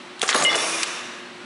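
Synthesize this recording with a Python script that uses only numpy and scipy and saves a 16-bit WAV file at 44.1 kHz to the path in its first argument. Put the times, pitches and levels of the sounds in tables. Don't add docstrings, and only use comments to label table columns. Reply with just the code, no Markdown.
import sys
import numpy as np
from scipy import signal
from scipy.io import wavfile

SR = 44100
rng = np.random.default_rng(int(sys.argv[2]) if len(sys.argv) > 2 else 0)


def elevation(decibels):
    levels = np.asarray(decibels, float)
    return 10 ** (levels / 20)


def put_to_file(sound):
    columns = np.atleast_2d(sound).T
    safe = np.clip(columns, -1, 1)
    whole_steps = np.round(safe * 32767)
    wavfile.write(sys.argv[1], SR, whole_steps.astype(np.int16))


N = 63945
T = np.arange(N) / SR


def rms_one(x):
    return x / np.sqrt(np.mean(x ** 2) + 1e-20)


def curve_db(rows):
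    return np.interp(T, *np.transpose(rows))


def drift(rate_hz):
    r = np.exp(-2 * np.pi * rate_hz / SR)
    wander = signal.lfilter([1], [1, -2 * r, r * r], rng.standard_normal(N + SR))
    return rms_one(wander[SR:])


def resonate(x, hz, width_hz):
    r = np.exp(-np.pi * width_hz / SR)
    poles = [1, -2 * r * np.cos(2 * np.pi * hz / SR), r * r]
    return signal.lfilter([(1 - r * r) / 2, 0, (r * r - 1) / 2], poles, x)


def band(x, hz, octaves):
    half = max(octaves, .1) / 2
    edges = np.clip(hz * 2 ** np.array([-half, half]), 10, SR * .45)
    return signal.sosfilt(signal.butter(2, edges, "band", fs=SR, output="sos"), x)


def colour(sources, spectrum, patchy_db, tilt_db=0):
    hz, db = np.transpose(spectrum)
    out, plain, together = 0, 0, drift(13.0)
    for k, centre in enumerate(28 * 2 ** np.arange(0, 9, .5)):
        level_db = np.interp(np.log(centre), np.log(hz), db)
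        flicker_db = patchy_db * (0.69 * together + drift(20.7))
        part = band(sources[k % 2], centre, 0.54) * elevation(level_db + flicker_db)
        plain = plain + part
        out = out + part * elevation(tilt_db * centre / 11000)
    return out / np.sqrt(np.mean(plain ** 2))


def grains(shape, spread_db):
    size = elevation(spread_db * np.minimum(rng.exponential(1, shape), 4))
    return size * rng.choice([-1, 1], shape)


# pitch_hz, level_db (per Hz)
MOTOR_SPECTRUM = [(20, -1.5), (100, -11), (250, -6), (450, -13.5), (1200, -12), (3200, -15.5), (4500, -23),
                  (11000, -37)]
# pitch_hz, level_db
HUM_LINES = [(120, -59), (242, -49), (360, -45), (570, -53)]


def motor():
    out = elevation(-40) * colour(rng.standard_normal((2, N)), MOTOR_SPECTRUM, patchy_db=0.23)
    for hz, db in HUM_LINES:
        phase = 2 * np.pi * np.cumsum(hz + 0.8 * drift(9.5)) / SR
        out += elevation(db + 1.5 * drift(4.9)) * np.sin(phase)
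    return out


# time_s, level_db
MESH_LEVEL = [
    (.34, -55),
    (.42, -34),
    (.55, -36),
    (.66, -39),
    (.72, -35),
    (.828, -39),
    (.842, -54),
    (.88, -41),
    (1.05, -60),
]
MESH_HZ, MESH_HALF_DB = 329.8, -8.5


def mesh():
    phase = 2 * np.pi * np.cumsum(MESH_HZ + 2.62 * drift(5.2)) / SR
    tooth = elevation(0.36 * drift(8.1)) * np.sin(phase)
    half = elevation(MESH_HALF_DB + 1.6 * drift(7.6)) * np.sin(phase / 2)
    return elevation(curve_db(MESH_LEVEL)) * (tooth + half)


def blows(rows, t60_s):
    out, t = np.zeros(N + SR), T[:SR // 4]
    first_touch = 1 + elevation(5.0) * np.exp(-t / 0.00037)
    for (s, db, hz, length_s, octaves), grit in zip(rows, grains((len(rows), len(t)), 1.5)):
        decay_s = t60_s * (2000 / hz) ** 0.16
        shape = elevation(-60 * np.maximum(t - length_s, 0) / decay_s)
        blow = band(shape * grit * first_touch, hz, octaves)
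        same_energy = np.sqrt(np.sum(shape ** 2) / np.sum(blow ** 2))
        out[int(s * SR):][:len(t)] += elevation(db + 1.5) * blow * same_energy
    return out[:N]


# start_s, level_db, pitch_hz, rattle_s, width_octaves
CLACK_BLOWS = [(.195, -43, 4530, 0.00076, 2.2), (.2164, -26, 3530, 0.00074, 2.1),
               (.2168, -24, 7900, 0.0029, 0.69), (.2292, -21.5, 7100, 0.0034, 0.69),
               (.278, -26, 5300, 0.008, 0.69), (.291, -13.5, 2660, 0.0096, 1.4),
               (.290, -19, 6420, 0.015, 0.68), (.328, -22.5, 3500, 0.0043, 0.46),
               (.347, -13, 7900, 0.0015, 4.2), (.359, -16, 3520, 0.0039, 0.71),
               (.379, -24, 4500, 0.0068, 0.98), (.555, -21, 6270, 0.0065, 1),
               (.8328, -17, 6100, 0.0013, 1.36), (.8325, -18, 2030, 0.0039, 1.6),
               (.879, -46, 9300, 0.00059, 0.56)]


def clacks():
    return blows(CLACK_BLOWS, t60_s=0.055)


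# start_s, peak_db, pitch_hz, width_hz
KNOCK_CONTACTS = [(.195, -24, 3900, 500), (.1951, -25, 8800, 1500), (.2152, -22, 8500, 2000),
                  (.2166, -8, 3440, 450), (.2166, -14, 3435, 70), (.2167, -15, 2320, 250),
                  (.2175, -15, 6150, 350), (.229, -13, 2650, 350), (.2299, -10, 850, 600),
                  (.2335, -15, 600, 250), (.2296, -18, 9300, 300), (.230, -19, 300, 120),
                  (.2897, -7, 1400, 1000), (.294, -16, 620, 200), (.2968, -9, 2500, 900),
                  (.3275, -15, 3500, 150), (.3459, -4, 1500, 800), (.3486, -11, 950, 500),
                  (.3507, -11, 1050, 450), (.347, -16, 400, 150), (.359, -14, 3650, 200),
                  (.379, -16, 4716, 180), (.390, -16, 590, 70), (.432, -15, 530, 80), (.482, -18, 570, 60),
                  (.4485, -10, 3100, 900), (.497, -20, 2930, 25), (.8316, -5, 4000, 1300),
                  (.8317, -7, 7000, 3000), (.8316, -10, 2300, 900), (.823, -25, 2460, 60),
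                  (.876, -32, 9380, 120)]


def knocks():
    out, click = np.zeros(N + SR), np.arange(SR // 4) == 0
    for s, db, hz, width_hz in KNOCK_CONTACTS:
        knock = band(resonate(click, hz, max(width_hz, 10)), hz, 1.6)
        out[int(s * SR):][:len(knock)] += elevation(db) * knock / np.abs(knock).max()
    return out[:N]


# time_s, level_db
GEAR_LOAD = [(.2, -45), (.232, -22.5), (.27, -36), (.31, -19.5), (.34, -34), (.352, -15.5), (.39, -25),
             (.425, -17), (.442, -24), (.53, -26), (.56, -24.5), (.6, -52), (.8, -74), (.84, -42.5),
             (1.2, -74)]
# pitch_hz, level_db (per Hz)
GEAR_SPECTRUM = [(35, -53), (60, -14), (400, -11.5), (579, -2.5), (753, -6.5), (1220, -4.5), (5970, -15),
                 (6520, -26), (11000, -19.5), (14300, -54), (22000, -120)]
# pitch_hz, width_hz, level_db
FRAME_MODES = [(523, 39, -9), (890, 46, -17), (1154, 67, 12)]
# time_s, level_db
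RAM_SLIDE = [
    (.23, -68),
    (.24, -32),
    (.3, -50),
    (.35, -31),
    (.43, -28.5),
    (.445, -23),
    (.49, -40),
    (.56, -42),
]
CONTACTS_PER_S, CONTACT_SPREAD_DB, FRAME_DB = 2500, 5, -6.5


def gears():
    struck = rng.random((2, N)) < CONTACTS_PER_S / SR
    ticks = grains((2, N), CONTACT_SPREAD_DB) * struck + 1e-18
    frame = sum(elevation(db) * rms_one(resonate(ticks[0], hz, width)) for hz, width, db in FRAME_MODES)
    body = colour(ticks, GEAR_SPECTRUM, patchy_db=2.5) + elevation(FRAME_DB) * rms_one(frame)
    slide = rms_one(band(rng.standard_normal(N), 7260, 0.84)) * elevation(2.54 * drift(97))
    slide = elevation(curve_db(RAM_SLIDE)) * slide * (T < RAM_SLIDE[-1][0])
    return (T > GEAR_LOAD[0][0]) * (elevation(curve_db(GEAR_LOAD)) * body + slide)


# knock_s, touched_s, pitch_hz, t60_s
RINGING_PARTS = [(.2168, .234, 3430, .035), (.4485, .493, 2924, .5), (.452, .499, 2094, .9),
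                 (.493, .517, 3465, .15), (.494, .52, 5490, .15), (.463, .474, 5490, .1),
                 (.499, .52, 2094, .2), (.529, .558, 2094, .15), (.529, .54, 3465, .1),
                 (.544, .557, 2915, .3), (.579, .612, 3500, .3), (.546, .562, 3465, .2),
                 (.336, .356, 6570, .3), (.358, .415, 6570, .3), (.425, .438, 7090, .3),
                 (.441, .452, 7090, .2), (.358, .385, 10430, .2), (.4, .42, 5290, .2), (.727, .76, 2450, .3),
                 (1.17, 1.22, 1680, .4), (1.39, 1.45, 1445, .9), (.2295, .237, 460, .1),
                 (.347, .37, 230, .15), (.552, .575, 330, .12), (.832, .8345, 2480, .03),
                 (.352, .378, 510, .2)]
RINGING_DB = [-24, -7, -9, -15, -25, -23, -27, -20, -22, -17, -24, -22, -28, -19, -21, -21, -22, -30, -28,
              -42, -44, -13, -18, -24, -12, -15]
TOUCH_T60_S, RING_ROUGH_DB = .018, 3.0


def rings():
    out, rough = np.zeros(N), drift(330)
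    chances = rng.random((len(RINGING_PARTS), 2))
    for (knock_s, touched_s, hz, t60_s), db, (phase, lag) in zip(RINGING_PARTS, RINGING_DB, chances):
        t = T - knock_s
        fall_db = -60 * (np.maximum(t, 0) / t60_s + np.maximum(T - touched_s, 0) / TOUCH_T60_S)
        chatter_db = RING_ROUGH_DB * hz / 5000 * np.roll(rough, int(lag * N))
        onset = np.clip(t / 0.0004, 0, 1)
        out += onset * elevation(db + fall_db + chatter_db) * np.sin(2 * np.pi * (hz * t + phase))
    return out


# start_s, level_db, pitch_hz, rattle_s, width_octaves
THUMP_BLOWS = [(.2285, -18.5, 1450, 0.0071, 1.85), (.2312, -32, 534, 0.0062, 2.7),
               (.2896, -17, 1350, 0.0033, 1.4), (.320, -22.5, 1150, 0.002, 1.3),
               (.329, -24, 1110, 0.0028, 2.1), (.3462, -15.5, 1370, 0.00076, 1.6),
               (.349, -10.5, 645, 0.0053, 2.6), (.361, -20.5, 477, 0.0051, 0.97),
               (.391, -46, 736, 0.0036, 0.68), (.412, -25.5, 630, 0.014, 0.62),
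               (.4242, -21, 1270, 0.0022, 7.1), (.434, -25, 583, 0.014, 0.28),
               (.545, -21.5, 1280, 0.0032, 0.85), (.556, -18, 477, 0.0032, 0.81),
               (.395, -34, 117, 0.045, 0.89)]


def thumps():
    return blows(THUMP_BLOWS, t60_s=0.051)


# time_s, level_db
AIR_FLOW = [
    (.552, -35),
    (.557, -27.5),
    (.62, -27),
    (.78, -28),
    (.828, -28),
    (.84, -32),
    (.94, -31.5),
    (1.19, -41),
    (1.45, -102),
]
# pitch_hz, level_db (per Hz)
JET_SPECTRUM = [(300, -56), (600, 0.5), (2420, 3), (4170, -1.5), (5760, 1.5), (7800, -4), (11000, -11)]
# pitch_hz, width_hz, level_db
PIPE_MODES = [(1233, 46, -6), (1670, 360, 7.5), (2470, 390, 2), (3500, 240, 8.5), (4560, 42, -26),
              (5550, 34, 4.5), (6300, 16, 3), (7000, 46, -30), (9540, 470, 9.5)]
JET_DULLS, PIPE_DULLS = 1.71, 2.42


def exhaust():
    flow_db, white = curve_db(AIR_FLOW), rng.standard_normal((2, N))
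    tilt_db = JET_DULLS * (flow_db - flow_db.max())
    jet = colour(white, JET_SPECTRUM, patchy_db=0.23, tilt_db=tilt_db)
    pipe = 0
    for hz, width_hz, db in PIPE_MODES:
        mode_db = db + PIPE_DULLS * tilt_db * (hz - 3000) / 11000
        pipe = pipe + elevation(mode_db) * rms_one(resonate(white[1], hz, width_hz))
    return elevation(flow_db) * (jet + elevation(-17.5) * pipe) * (T > AIR_FLOW[0][0])


HALL_T60_S, HALL_DB, HALL_CUT_HZ, HALL_GAP_S = 1.16, -13.5, 1600, 0.0099


def hall(x):
    white, fall_db = rng.standard_normal((2, N)), -60 * T / HALL_T60_S
    low = signal.sosfilt(signal.butter(1, HALL_CUT_HZ, fs=SR, output="sos"), white[0])
    high = 0.81 * band(white[1], 3700, 2.65)
    tail = low * elevation(fall_db) + high * elevation(2.58 * fall_db)
    tail = tail * np.clip(T / HALL_GAP_S - 1, 0, 1)
    return elevation(HALL_DB) * signal.fftconvolve(x, tail / np.sqrt(np.sum(tail ** 2)))[:N]


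def scene():
    press = clacks() + thumps() + knocks() + gears() + exhaust()
    loose = rings()
    echoes = hall(press + elevation(-8) * loose)
    return np.tile(press + loose + echoes + mesh() + motor(), (2, 1))


def low_pass(x):
    return signal.sosfilt(signal.butter(12, 11920, fs=SR, output="sos"), x)


MIC_CUT_HZ, CUTOFF_HZ = 195, 10950
LIMIT_DB, LIMIT_SHARE, LIMIT_ATTACK_S, RECOVER_DB_PER_S = -13, .6, .0015, 300


def record(dry):
    x = signal.sosfilt(signal.butter(2, MIC_CUT_HZ, "high", fs=SR, output="sos"), dry)
    ramp_db = RECOVER_DB_PER_S * T
    held_db = np.maximum.accumulate(20 * np.log10(np.abs(x[0]) + 1e-6) + ramp_db) - ramp_db
    duck_db = LIMIT_SHARE * np.maximum(held_db - LIMIT_DB, 0)
    r = np.exp(-1 / (LIMIT_ATTACK_S * SR))
    x = x * elevation(-signal.lfilter([1 - r], [1, -r], duck_db))
    rounded = .55 * np.tanh(x / .55)
    soft = signal.sosfilt(signal.butter(1, 70, "high", fs=SR, output="sos"), rounded)
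    steep = signal.ellip(14, .5, 62, CUTOFF_HZ, fs=SR, output="sos")
    return low_pass(signal.sosfilt(steep, soft))


dry = scene()
out = record(dry)
put_to_file(out)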